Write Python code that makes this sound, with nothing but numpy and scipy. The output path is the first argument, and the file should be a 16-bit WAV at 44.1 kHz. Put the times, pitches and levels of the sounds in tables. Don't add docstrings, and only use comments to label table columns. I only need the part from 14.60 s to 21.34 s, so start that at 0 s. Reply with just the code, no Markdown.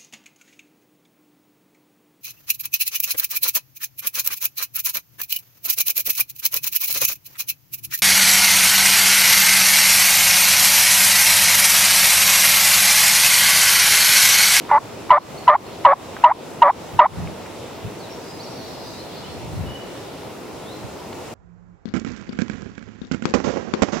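import sys
import numpy as np
from scipy import signal
from scipy.fft import rfft, irfft
from scipy.io import wavfile
from scipy.ndimage import uniform_filter1d

SR = 44100
rng = np.random.default_rng(int(sys.argv[2]) if len(sys.argv) > 2 else 0)


def int16_out(signal):
    q = np.round(np.clip(np.atleast_2d(signal).T, -1, 1) * 32767)
    wavfile.write(sys.argv[1], SR, q.astype(np.int16))


N = 297234
TIME = np.arange(N) / SR


def from_db(db):
    return 10 ** (np.asarray(db) / 20)


def rms_one(x):
    return x / np.sqrt(np.mean(x ** 2) + 1e-20)


def at_hz(points, hz):
    freq, value = np.transpose(points)
    return np.interp(np.log(np.maximum(hz, 1)), np.log(freq), value)


def band(x, low_hz, high_hz, order=2):
    sos = signal.butter(order, [low_hz, min(high_hz, .45 * SR)], "band", fs=SR, output="sos")
    return signal.sosfilt(sos, x + 1e-18)


def wander(size, rate_hz):
    knots = np.arange(size) * rate_hz / SR
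    return np.interp(knots, np.arange(2000), rng.standard_normal(2000))


def swell(t, length, rise, fall):
    fade_in = np.sin(np.pi / 2 * np.clip(t / rise, 0, 1))
    fade_out = np.sin(np.pi / 2 * np.clip((length - t) / fall, 0, 1)) ** 2
    return fade_in * fade_out


def add(out, start_s, sound):
    at = max(int(start_s * SR), 0)
    out[at:at + len(sound)] += sound[:N - at]


# freq_hz, gain_db
RUSTLE_EQ = [(25, -26), (56, -14), (100, -2.5), (230, -3), (350, 0), (520, -2), (700, -6), (950, -6.5),
             (1450, -18.5), (2200, -17), (4000, -21), (7000, -25), (11000, -31.5), (15500, -31)]
# freq_hz, left_right_correlation
RUSTLE_IMAGE = [(60, 0.99), (130, 0.8), (640, 0.58), (1400, 0.51), (3100, 0.53), (6800, 0.043),
                (14000, -0.23)]


def meadow_rustle(level_db=-34.5, flicker_db=1.2):
    out, edges_hz = 0, 22 * 2 ** np.arange(0, 10, .5)
    white = rng.standard_normal((2, 2, N))
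    for k, (low, high) in enumerate(zip(edges_hz, edges_hz[1:])):
        mid, side = band(white[k % 2], low, high)
        hz = np.sqrt(low * high)
        alike = at_hz(RUSTLE_IMAGE, hz)
        gain = from_db(at_hz(RUSTLE_EQ, hz) + flicker_db * wander(N, 12))
        out = out + gain * (np.sqrt(1 + alike) * mid + np.sqrt(1 - alike) * side * [[1], [-1]])
    return from_db(level_db) * rms_one(out)


# start_s, peak_db, ring_hz
TWIG_TICKS = [(0.051, -32.5, 1900), (1.566, -21.5, 1270), (2.674, -24, 1790), (2.860, -28, 2100),
              (5.621, -31.5, 2820), (6.528, -30, 3080)]


def twigs(decay_s=0.0027):
    out, t = np.zeros(N), np.arange(int(0.044 * SR)) / SR
    for start_s, peak_db, ring_hz in TWIG_TICKS:
        burst = rng.standard_normal(len(t)) * np.exp(-t / decay_s)
        snap = band(burst, ring_hz / 2, ring_hz * np.sqrt(2), order=3)
        add(out, start_s, from_db(peak_db) * snap / np.abs(snap).max())
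    return out


# freq_hz, gain_db
RASP_EQ = [(400, -36.5), (560, -22), (760, 5.5), (980, 4.5), (1180, 2.5), (1450, -4.5), (1750, -12),
           (2080, -8.5), (2320, -13), (2600, -36.5), (3600, -30), (5000, -66), (9000, -69)]


def rasp(size):
    colour = from_db(at_hz(RASP_EQ, np.arange(size + 1) * SR / (2 * size)))
    spectrum = rfft(rng.standard_normal(2 * size))
    return rms_one(irfft(spectrum * colour)[:size])


def scrape(lead_s, level_db, low_hz=1150, high_hz=2600):
    t = np.arange(int((lead_s + 0.006) * SR)) / SR
    air = rms_one(band(rasp(len(t)), low_hz, high_hz))
    return from_db(level_db) * air * swell(t, t[-1], lead_s * 0.56, 0.0066)


# freq_hz, gain_db
THROAT_EQ = [(300, -42.5), (480, -10), (560, -7), (700, -10.5), (870, -0.5), (980, -0.5), (1200, -2),
             (1400, -14.5), (1700, -18), (2030, -14.5), (2300, -30), (2600, -42.5), (3400, -42.5),
             (9000, -64.5)]


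def yelp(length, low_hz, upturn_s, level_db, bright_db, start_hz=950, end_hz=1079, drop_s=0.0088,
         slack_hz=555, jitter=0.066, shimmer=0.26, uneven=1.4, sub_db=2.5, slope_db_per_octave=-2.5,
         taut_db_per_octave=-18.5, throat_hz=980, throat_width_hz=260):
    span = length + 0.01
    t = np.arange(int(span * SR)) / SR
    octaves_above_slack = np.log2(low_hz / slack_hz)
    roughness = from_db(-12 - 6 * octaves_above_slack)
    tripling_db = -37.5 + 46 * octaves_above_slack
    drop = (start_hz - low_hz) * np.exp(-t / drop_s)
    upturn = (end_hz - low_hz) * np.exp(np.minimum(t - length, 0) / upturn_s)
    pitch = (low_hz + drop + upturn) * (1 + jitter * roughness * wander(len(t), 500))
    phase = 2 * np.pi * np.cumsum(pitch) / SR
    thirds = np.arange(2, 25)[:, None]
    multiple, between = thirds / 3, thirds % 3 > 0
    partial_db = np.where(multiple < 1, sub_db, slope_db_per_octave * np.log2(multiple))
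    partial_db = partial_db + between * (tripling_db + 3 * np.log2(multiple))
    tension = np.maximum(np.log2(pitch / 600), 0)
    partial_db = partial_db + taut_db_per_octave * tension * ((multiple > 1) & ~between)
    hz = multiple * pitch
    partial_db = partial_db + bright_db * np.clip(np.log2(hz / throat_hz), 0, 1) + at_hz(THROAT_EQ, hz)
    lag = np.arctan(2 * (hz - throat_hz) / throat_width_hz)
    smear = uneven * roughness * wander(len(t), 600) * np.maximum(multiple - 1.5, 0)
    tone = np.sum(from_db(partial_db) * np.cos(multiple * phase - lag + smear), axis=0)
    tone = tone * swell(t, span, 0.022, 0.017) * (1 + shimmer * roughness * wander(len(t), 400))
    rattle = roughness * rasp(len(t)) * (1 + 0.14 * np.cos(phase)) * swell(t, span, 0.01, 0.023)
    return from_db(level_db) * (tone + rattle)


def crack(length, hz, level_db, overtone_db, waver=0.025):
    t = np.arange(int(length * SR)) / SR
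    phase = 2 * np.pi * np.cumsum(hz * (1 + waver * wander(len(t), 170))) / SR
    tone = np.sin(phase) + from_db(overtone_db) * np.cos(2 * phase)
    return from_db(level_db) * tone * swell(t, length, 0.0047, 0.29 * length)


# start_s, length_s, low_pitch_hz, upturn_s, level_db,
# crack_length_s, crack_pitch_hz, second_crack_length_s, second_crack_level_db
TURKEY_YELPS = [(.113, 0.07, 858, .007, -4.5, .006, 915, 0.02, -17),
                (.504, 0.078, 583, 0.0049, 1, 0.03, 998, 0.02, 1.5),
                (.877, .082, 583, 0.0097, 2, 0.03, 1006, 0.018, -1),
                (1.249, 0.086, 550, 0.0054, 2.5, 0.025, 975, .012, -12),
                (1.638, 0.083, 595, .013, -1, 0.039, 973, 0.02, -3),
                (2.019, .088, 551.7, 0.011, 0, .019, 948, 0.061, -4),
                (2.390, 0.073, 582.4, 0.0089, 1.5, 0.02, 965, 0.015, 2.5)]


def turkey(first_scrape_s=0.025, settled_scrape_s=0.0065, first_crack_db=0.85, settled_crack_db=3):
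    out = np.zeros(N)
    for k, cue in enumerate(TURKEY_YELPS):
        start_s, length, low_hz, upturn_s, level_db, crack_s, crack_hz, second_s, second_db = cue
        lead_s = settled_scrape_s + (first_scrape_s - settled_scrape_s) * np.exp(-k / 0.7)
        crack_db = settled_crack_db + (first_crack_db - settled_crack_db) * np.exp(-k / 1.9)
        add(out, start_s - lead_s, scrape(lead_s, level_db=-24.5 - 1.7 * k))
        add(out, start_s, yelp(length, low_hz, upturn_s, level_db, bright_db=3.5 - 0.65 * k))
        add(out, start_s, crack(crack_s, crack_hz, crack_db, overtone_db=-23))
        add(out, start_s + 0.025, crack(second_s, crack_hz + 31.3, second_db, overtone_db=-20))
    return out


def woods_reverb(x, t60_s):
    t = np.arange(SR) / SR
    tail = rng.standard_normal((2, SR)) * from_db(-60 * t / t60_s) * np.minimum(t / 0.0063, 1)
    return signal.fftconvolve(x[None], tail / np.sqrt(np.sum(tail[0] ** 2)), axes=1)[:, :N]


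def chirp(length, from_hz, to_hz, level_db, waver=0.012, flutter_db=3.0):
    t = np.arange(int(length * SR)) / SR
    pitch = np.geomspace(from_hz, to_hz, len(t)) * (1 + waver * wander(len(t), 300))
    level = from_db(level_db + flutter_db * wander(len(t), 90)) * swell(t, length, 0.01, 0.015)
    return level * np.sin(2 * np.pi * np.cumsum(pitch) / SR)


# start_s, end_s, low_pitch_hz, high_pitch_hz, level_db
FLURRIES = [(0.502, 1.1, 3680, 5740, -64), (3.421, 4.35, 3580, 6040, -47), (3.849, 4.7, 3306, 5640, -43.5),
            (4.85, 5.499, 1615, 4520, -48)]


def twitter(notes_per_flurry=70):
    out = np.zeros(N)
    for start_s, end_s, low_hz, high_hz, level_db in FLURRIES:
        for when, height, glide in rng.random((notes_per_flurry, 3)):
            hz = low_hz * (high_hz / low_hz) ** height
            note = chirp(0.022, hz, hz * (.85 + 0.41 * glide), level_db)
            add(out, start_s + when * (end_s - start_s), note)
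    return out


# start_s, length_s, from_hz, to_hz, level_db
SONG_NOTES = [(.61, .025, 4120, 4450, -40), (0.773, 0.024, 4090, 4750, -33.5),
              (1.062, 0.019, 4120, 4550, -36), (3.39, .08, 4840, 3470, -43), (3.50, 0.071, 5430, 5550, -45),
              (3.636, 0.12, 4930, 4950, -43), (3.792, 0.034, 3860, 5260, -33.5),
              (3.83, .05, 6300, 3830, -37), (3.968, 0.073, 4700, 3920, -41), (4.043, .05, 4470, 5490, -44),
              (4.195, 0.124, 5000, 4730, -42), (4.326, 0.11, 3670, 4340, -42), (4.53, .07, 4680, 4130, -42),
              (4.627, 0.058, 2840, 3250, -39), (5.056, 0.12, 2934, 2947, -37),
              (6.053, .1, 3410, 4300, -40.5)]


def songbirds():
    out = np.zeros(N)
    for start_s, *note in SONG_NOTES:
        add(out, start_s, chirp(*note))
    return out


# centre_s, half_width_s, level_db
WIND_PUFFS = [(2.355, .018, -32.5), (2.62, 0.063, -28.5), (3.264, .013, -22.5), (4.86, 0.13, -37),
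              (5.022, 0.067, -29), (6.25, 0.02, -36)]


def wind_puffs(low_hz=72, high_hz=180, stereo_width=0.81):
    force = sum(from_db(level_db) * np.exp(-.5 * ((TIME - centre_s) / half_width_s) ** 2)
                for centre_s, half_width_s, level_db in WIND_PUFFS)
    mid, side = band(rng.standard_normal((2, N)), low_hz, high_hz, order=3)
    return force * rms_one(mid + stereo_width * side * [[1], [-1]])


def scene(turkey_wet_db=-36, birds_direct_db=-5, birds_wet_db=-5):
    call, birds = turkey(), songbirds()
    near = call + from_db(turkey_wet_db) * woods_reverb(call, t60_s=0.67)
    reverb_send = from_db(birds_wet_db) * birds + twitter()
    far = from_db(birds_direct_db) * birds + woods_reverb(reverb_send, t60_s=0.76)
    left, right = near + far + twigs()
    ports = np.array([left * from_db(-.2), np.r_[0, right[:-1]] * from_db(.2)])
    return ports + wind_puffs() + meadow_rustle()


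def gain_control(x, threshold_db=-5.0, release_db_per_s=75, attack_s=0.0058):
    power = uniform_filter1d(np.mean(x ** 2, axis=0), size=88)
    peak = np.sqrt(2 * np.maximum(power, 1e-12))
    excess_db = np.maximum(20 * np.log10(peak) - threshold_db, 0)
    release_db = release_db_per_s * TIME
    held_db = np.maximum.accumulate(excess_db + release_db) - release_db
    pole = np.exp(-1 / (attack_s * SR))
    duck_db = signal.lfilter([(1 - pole) ** 2], [1, -2 * pole, pole * pole], held_db)
    return x * from_db(-duck_db)


def record(dry, knee=4.44, lopsided=0.0089, cutoff_hz=16000):
    x = gain_control(dry)
    x = x / (1 + np.abs(x) ** knee) ** (1 / knee)
    x = x - lopsided * x ** 2
    return signal.sosfilt(signal.ellip(10, .1, 80, cutoff_hz, fs=SR, output="sos"), x)


dry = scene()
out = record(dry)
int16_out(out)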